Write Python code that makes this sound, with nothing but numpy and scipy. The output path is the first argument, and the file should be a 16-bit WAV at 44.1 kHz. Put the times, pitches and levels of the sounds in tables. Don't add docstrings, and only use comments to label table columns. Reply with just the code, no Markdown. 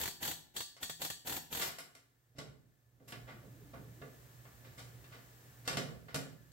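import sys
import numpy as np
from scipy import signal
from scipy.fft import rfft, irfft, next_fast_len
from scipy.io import wavfile

SR = 44100
rng = np.random.default_rng(int(sys.argv[2]) if len(sys.argv) > 2 else 0)


def unload_wav(signal):
    wavfile.write(
        sys.argv[1],
        SR,
        np.round(np.clip(np.atleast_2d(signal).T, -1, 1) * 32767).astype(np.int16),
    )


N = 287513
T = np.arange(N) / SR
FREQS = np.arange(N // 2 + 1) * SR / N
TOP_HZ = 15900
RECOIL_DB = -43

# (first blow [s], last blow [s], blows [count], valve shut [s],
# strike [dB, relative], air [dB, relative])
TRIGGER_PULLS = [(-0.01, 0.0757, 5, 0.034, -40, -41.5), (0.2268, 0.311, 4, 0.3, -39, -42.5),
                 (0.5639, 0.604, 2, 0.59, -36, -50.5), (0.8283, 0.8953, 2, 0.84, -37.5, -47),
                 (1.0169, 1.1, 3, 1.062, -37.5, -44.5), (1.2714, 1.364, 4, 1.378, -42, -43.5),
                 (1.526, 1.6288, 5, 1.686, -40.5, -44.5)]
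# (frequency [Hz], density [dB per Hz, relative])
AIR_SPECTRUM = [(40, 4), (130, 5.5), (400, 4), (900, 5), (2500, 4), (4000, 0.5), (5100, -1), (8000, 3.5),
                (9300, -11), (11000, 5), (13700, 6.5), (16000, -3)]
# (time [s], clack [dB, relative], thump [dB, relative],
# ring [dB, relative], brightness [Hz])
KNOCKS = [(0.765, -55.5, -80, -79, 6160), (1.784, -44.5, -66, -70, 11300), (1.95, -55.5, -71.5, -80, 9400),
          (2.384, -45.5, -48, -69, 5570), (3.0, -67, -61, -85, 900), (3.122, -46.5, -53, -61, 4000),
          (3.43, -63.5, -58.5, -80, 610), (3.735, -49.5, -48.5, -63, 1300),
          (4.016, -51.5, -50.5, -56.5, 1560), (4.453, -59, -68, -68, 1570), (5.041, -61.5, -69, -68, 3970),
          (5.676, -33, -43.5, -46, 6740), (5.729, -47, -47.5, -49.5, 4450), (5.77, -34.5, -39.5, -54, 5770),
          (5.886, -55, -53, -70, 1320), (6.144, -35.5, -39, -52.5, 8800)]


def undb(db):
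    return 10 ** (np.asarray(db) / 20)


def at_hz(points, hz):
    f, value = np.transpose(points)
    return np.interp(np.log(hz + 1e-9), np.log(f), value)


def fader(rows):
    return undb(np.interp(T, *np.transpose(rows)))


def noise(spectrum, tilt=0):
    # (frequency [Hz], likeness [-1 to 1])
    likeness = [(40, 1), (120, 0.8), (300, 1), (700, 0.47), (2000, -0.63), (5000, -0.105), (16000, -0.17)]
    shape = (2, len(FREQS))
    mid, side = rng.standard_normal(shape) * np.exp(2j * np.pi * rng.random(shape))
    like = np.clip(at_hz(likeness, FREQS), -1, 1)
    pair = mid * np.sqrt(1 + like) + np.array([[1], [-1]]) * side * np.sqrt(1 - like)
    colour_db = at_hz(spectrum, FREQS) + tilt * np.log2(np.maximum(FREQS, 300))
    x = irfft(pair * undb(colour_db), next_fast_len(N, True))[:, :N]
    return x / x.std()


def pulse(start, rise, decay, hold=0):
    age, rise = T - start, max(rise, 1e-4)
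    climb = np.clip(age / rise, 0, 1)
    return climb * np.exp(-np.maximum(age - rise - hold, 0) / max(decay, 1e-4))


def soften(x, hz):
    return signal.sosfilt(signal.butter(2, min(hz, SR * .45), fs=SR, output="sos"), x)


def convolve(x, response):
    return signal.fftconvolve(x, response / np.sqrt(np.sum(response ** 2) / 2), axes=1)[:, :N]


def ring(modes, hits, scatter_db=2):
    times, levels, bright = np.transpose(hits)
    samples = (np.maximum(times, 0) * SR).astype(int)
    out = 0
    for hz, db, t60 in modes:
        scatter = scatter_db * rng.standard_normal(len(hits))
        force = np.zeros(N)
        force[samples] = undb(levels + db + scatter) / np.hypot(1, (hz / bright) ** 2)
        pole = np.exp((2j * np.pi * hz - np.log(1000) / t60) / SR)
        swing = signal.lfilter([1], [1, -pole], force + 1e-18)
        phase = min(hz / 2000, 1) * rng.uniform(-1.06, 1, (2, 1))
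        out = out + np.imag(swing * np.exp(1j * phase))
    return out


def cavities(x, db, decay_s):
    t = T[:SR // 10]
    decay = np.exp(-t / decay_s) * np.sqrt(2 / (decay_s * SR))
    response = undb(db) * rng.standard_normal(len(t)) * decay
    response = response - soften(response, 590)
    response[0] += 1
    return convolve(x, np.array([response, response]))


def background(hum_db=-4, rumble_db=-4.0, whistle_db=-15, waver=0.19, flutter_db=2.0, hum_hz=119.5):
    # (frequency [Hz], density [dB per Hz, relative])
    rumble_spectrum = [(25, -35), (58, 5), (90, -1), (125, 9), (165, -3.5), (210, -7), (290, -9),
                       (600, -14), (1500, -41)]
    hiss_spectrum = [(200, -0.5), (430, 0), (850, -3.5), (1200, -3.5), (1750, -1.5), (2400, -7.5),
                     (5000, -10), (8000, -8), (9500, -13.5), (13000, -8.5), (16000, -5.5)]
    whistle_spectrum = [(1200, -70), (1690, -16), (1745, -4), (1800, -18), (1900, -25), (2600, -62)]
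    # (time [s], level [dB])
    bass_fader = [(0, -76), (2.25, -75), (2.5, -57), (2.8, -74), (3.25, -54), (4.45, -59.5), (4.95, -54.5),
                  (5.3, -61), (5.9, -55), (6.52, -63.5)]
    # (time [s], level [dB])
    hiss_fader = [(0, -75.5), (3.0, -76.5), (3.13, -65.5), (4.2, -61.5), (5.6, -61), (6.05, -66),
                  (6.52, -67.5)]
    knots = np.linspace(0, T[-1], 50)
    level_drift, phase_drift = [np.interp(T, knots, w) for w in rng.standard_normal((2, 50))]
    tone = np.sin(2 * np.pi * hum_hz * T + waver * phase_drift)
    hum = np.sqrt(2) * undb(flutter_db * level_drift) * tone
    bass = undb(hum_db) * hum + undb(rumble_db) * noise(rumble_spectrum)
    hiss = noise(hiss_spectrum) + undb(whistle_db) * noise(whistle_spectrum)
    return fader(bass_fader) * bass + fader(hiss_fader) * hiss


def blows(stroke_s=0.022, slowing=3.3, first_db=1.5, last_db=-1):
    rows = []
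    for first, last, count, _, strike_db, air_db in TRIGGER_PULLS:
        k = np.arange(int(round(count)))
        lag = (slowing ** k - 1) / (slowing ** k[-1] - 1)
        times = first + stroke_s * k + lag * (last - first - stroke_s * k[-1])
        accent_db = first_db * (k == 0) + last_db * (k == k[-1])
        rows += [(s, strike_db + db, air_db) for s, db in zip(times, accent_db)]
    return rows


def valve(leak_db=-15, leak_tilt_db=-2.0, open_tilt_db=-0.48, leak_lead_s=0.024, open_lead_s=0.002,
          closing_s=0.011):
    air, dull, bright = 0, noise(AIR_SPECTRUM, leak_tilt_db), noise(AIR_SPECTRUM, open_tilt_db)
    for first, _, _, shut, _, db in TRIGGER_PULLS:
        leak = first - leak_lead_s
        squeeze = np.clip((T - leak) / max(leak_lead_s - open_lead_s, 1e-3), 0, 1)
        bleed = np.exp(-np.maximum(T - shut, 0) / closing_s)
        flow = undb(db + leak_db * (1 - squeeze)) * (T > leak) * bleed
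        air = air + flow * (squeeze * bright + np.sqrt(1 - squeeze ** 2) * dull)
    return air


def casting(force, db, t60):
    # (frequency [Hz], density [dB per Hz, relative])
    shimmer_spectrum = [(300, -21), (1200, -41), (1800, 7), (2500, -34), (3300, 0.5), (4600, 8.5),
                        (5050, 3), (5600, 11.5), (8400, 8.5), (9100, 12.5), (11500, 8), (16000, -12)]
    shimmer = noise(shimmer_spectrum) * np.exp(-np.log(1000) * T / t60)
    return undb(db) * convolve(force, shimmer[:, :SR])


def hammer(strike_db=-3, chatter_s=0.0026, fade_s=0.0074, puff_s=0.0067, puff_over_flow_db=4.5, hollow=0.78):
    # (frequency [Hz], density [dB per Hz, relative])
    strike_spectrum = [(100, -3), (900, -18), (1800, -1.5), (2500, -1.5), (3400, 4), (4500, 2),
                       (5100, -5.5), (6000, -4), (8300, -2), (9100, -8), (11500, -10), (16000, -8)]
    # (frequency [Hz], width [Hz], boost [dB, before the hollow factor])
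    barrel_colour = [(820, 250, 1), (2500, 350, -2), (3330, 250, 2), (3950, 100, 4), (4170, 120, -5),
                     (4620, 100, 3), (5090, 130, -6), (5960, 100, -4), (7270, 120, 4), (8300, 140, 4),
                     (8790, 130, -9), (9270, 180, -4), (10330, 150, -5), (13750, 160, 4), (14950, 250, 3),
                     (15500, 350, 6)]
    strike = sum(undb(db) * pulse(s, 0.0014, fade_s, hold=chatter_s) for s, db, _ in blows())
    puff = sum(undb(db + puff_over_flow_db) * pulse(s, 0.0028, puff_s) for s, _, db in blows())
    crack = undb(strike_db) * strike * noise(strike_spectrum)
    shimmer = casting(crack, db=-0.5, t60=0.26)
    tool = crack + shimmer + puff * noise(AIR_SPECTRUM) + valve()
    tool = cavities(tool, db=-7, decay_s=0.0034)
    colour_db = sum(db * np.exp(-((FREQS - hz) / width) ** 2) for hz, width, db in barrel_colour)
    return irfft(rfft(tool) * undb(hollow * colour_db), N)


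def recoil(decay_s=0.0099):
    # (frequency [Hz], density [dB per Hz, relative])
    thud_spectrum = [(25, -42), (60, 0.5), (160, 6), (230, -12), (450, -0.5), (900, -1), (2000, -1),
                     (6000, -25)]
    kicks = sum(pulse(s, 0.0019, decay_s) for s, _, _ in blows())
    return undb(RECOIL_DB) * noise(thud_spectrum) * kicks


def ringing(punch_db=-21, head_db=-25, bounce_db=-3, bench_db=-5):
    # (frequency [Hz], level [dB, relative], t60 [s])
    punch_modes = [(3300, -4, .4), (3945, -1, .35), (4010, -1, .6), (4409, -4, .6), (4610, 0, .6),
                   (4660, -3, .4), (5335, -4, .5), (5647, -6, .5), (6412, -7, .5), (7280, -3, .35),
                   (7705, -4, .4), (8037, -4, .5), (8310, -4, .45), (12042, -5, .4), (12920, -5, .35),
                   (13755, -1, .35), (15025, -4, .3), (15700, -4, .35)]
    head_modes = [(1174, -3, 0.37), (1223, -31, 0.2), (1440, -31, .2), (1720, -1.5, 0.43), (1728, -9, 0.88),
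                  (2163, -8, 0.22), (2720, 2.5, 0.17), (3640, 3, 0.22), (3540, -4, 0.22), (4680, -14, 0.64)]
    bounce_modes = [(162.4, -16, 0.64)]
    bench_modes = [(138, 1, .42), (272, 0, .55), (415, -9, .3), (485, -9, .25), (545, -10, .25),
                   (630, -6, .3)]
    struck = [(s, db, TOP_HZ) for s, db, _ in blows()]
    rattled = [(s + rise / 2, db, hz) for s, _, _, db, hz, rise, _ in knocks_and_swells()]
    punch = undb(punch_db) * ring(punch_modes, struck)
    head = ring(head_modes, [(s, db + head_db, hz) for s, db, hz in struck] + rattled)
    bounce = ring(bounce_modes, [(s, RECOIL_DB + bounce_db, hz) for s, _, hz in struck])
    bench = ring(bench_modes, [(s, db + bench_db, hz) for s, _, db, _, hz, _, _ in knocks_and_swells()])
    return punch + head + bounce + bench


def room(x, build_s=0.00077):
    # (frequency [Hz], t60 [s])
    room_t60 = [(100, 0.81), (500, 0.51), (2000, 0.45), (8000, 0.37), (16000, 0.36)]
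    t = T[:SR]
    hz = np.arange(SR // 2 + 1.)
    bins = rfft(rng.standard_normal((2, SR)))
    centres = np.geomspace(60, 16000, 9)
    tail = 0
    for centre, share in zip(centres, np.eye(len(centres))):
        band = irfft(bins * at_hz(np.c_[centres, share], hz), SR)
        tail = tail + band * np.exp(-np.log(1000) * t / at_hz(room_t60, centre))
    return convolve(x, tail * (1 - np.exp(-t / build_s)))


def knocks_and_swells(knock_rise_s=0.0017, knock_decay_s=0.024, contact_cycles=5.0,
                      swell_decay_s=0.044, swell_thump_db=-61, swell_ring_db=-16):
    # (time [s], rise [s], level [dB, relative], brightness [Hz])
    swell_rows = [(1.604, 0.015, -36.5, 7850), (2.352, 0.023, -64.5, 5960), (3.075, 0.0089, -52.5, 13800),
                  (3.268, 0.023, -50, 2220), (4.638, 0.012, -59.5, 3660), (4.772, 0.017, -52, 8200),
                  (5.11, 0.023, -54, 3440), (5.643, 0.024, -53, 7200), (6.081, 0.006, -54, 2880)]
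    knocks = [(s, db, thump, ring_db, hz, knock_rise_s + contact_cycles / hz, knock_decay_s)
              for s, db, thump, ring_db, hz in KNOCKS]
    swells = [(s, db, swell_thump_db, db + swell_ring_db, hz, rise, swell_decay_s)
              for s, rise, db, hz in swell_rows]
    return knocks + swells


def handling(thump_s=0.053, thump_db=-3, grit=0.32, tick_db=-1.5, tick_s=0.0021):
    # (frequency [Hz], density [dB per Hz, relative])
    clack_spectrum = [(60, -28), (250, -13.5), (450, -6), (650, 5.5), (850, 1.5), (1250, 2), (1800, 0),
                      (2400, -1.5), (3300, -0.5), (4600, -2.5), (7500, -2), (9300, -6.5), (12500, -2.5),
                      (16000, -2)]
    thump_spectrum = [(30, -37), (80, -30), (135, 1.5), (200, -4.5), (275, -10.5), (330, -13.5), (410, -7),
                      (600, -11.5), (1500, -43)]
    knots = np.linspace(0, T[-1], N // 50)
    grains = np.exp(grit * np.interp(T, knots, rng.standard_normal(N // 50)))
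    grating, clack = noise(clack_spectrum) * grains, 0
    for s, db, _, _, hz, rise, decay in knocks_and_swells():
        touch = soften(grating, hz)
        clack = clack + undb(db) * pulse(s, rise, decay) * touch / touch.std()
    for s, db, _, _, hz in KNOCKS:
        touch = soften(grating, 2 * hz)
        clack = clack + undb(db + tick_db) * pulse(s, 0.00071, tick_s) * touch / touch.std()
    thump = sum(undb(db + thump_db) * pulse(s, rise + 0.0048, thump_s)
                for s, _, db, _, _, rise, _ in knocks_and_swells())
    return cavities(clack, db=-6, decay_s=0.0035) + thump * noise(thump_spectrum)


def rocking(start=3.3, end=4.1, db=-55, low_hz=130, high_hz=520, length_s=0.017, sag=1.8, count=22):
    out = 0
    places = (np.arange(count) + rng.random(count)) / count
    for place, pitch in zip(places, rng.random(count)):
        age = T - start - place * (end - start)
        hz = low_hz * (high_hz / low_hz) ** pitch
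        groan = np.exp(-(age / length_s) ** 2) * np.sin(2 * np.pi * hz * age * (1 - sag * age))
        out = out + np.sqrt(low_hz / hz) * groan
    return undb(db) * out


def scene(hammer_room_db=-6, knock_room_db=-3, mic_lag_s=.00012):
    # (frequency [Hz], left minus right [dB])
    balance = [(60, -3), (500, -3), (1000, -2.5), (2000, -0.5), (4000, 1), (8000, 3), (14000, 2)]
    tool, handled = hammer(), handling()
    echoes = room(undb(hammer_room_db) * tool + undb(knock_room_db) * handled)
    mix = tool + handled + echoes + recoil() + ringing() + rocking() + background()
    half = np.array([[.5], [-.5]])
    lean = undb(half * at_hz(balance, FREQS)) * np.exp(2j * np.pi * FREQS * half * mic_lag_s)
    return irfft(rfft(mix) * lean, N)


def record(dry, bass_hz=36):
    thinned = signal.sosfilt(signal.butter(2, bass_hz, "high", fs=SR, output="sos"), dry)
    return signal.sosfilt(signal.ellip(10, .2, 70, TOP_HZ, fs=SR, output="sos"), thinned)


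dry = scene()
out = record(dry)
unload_wav(out)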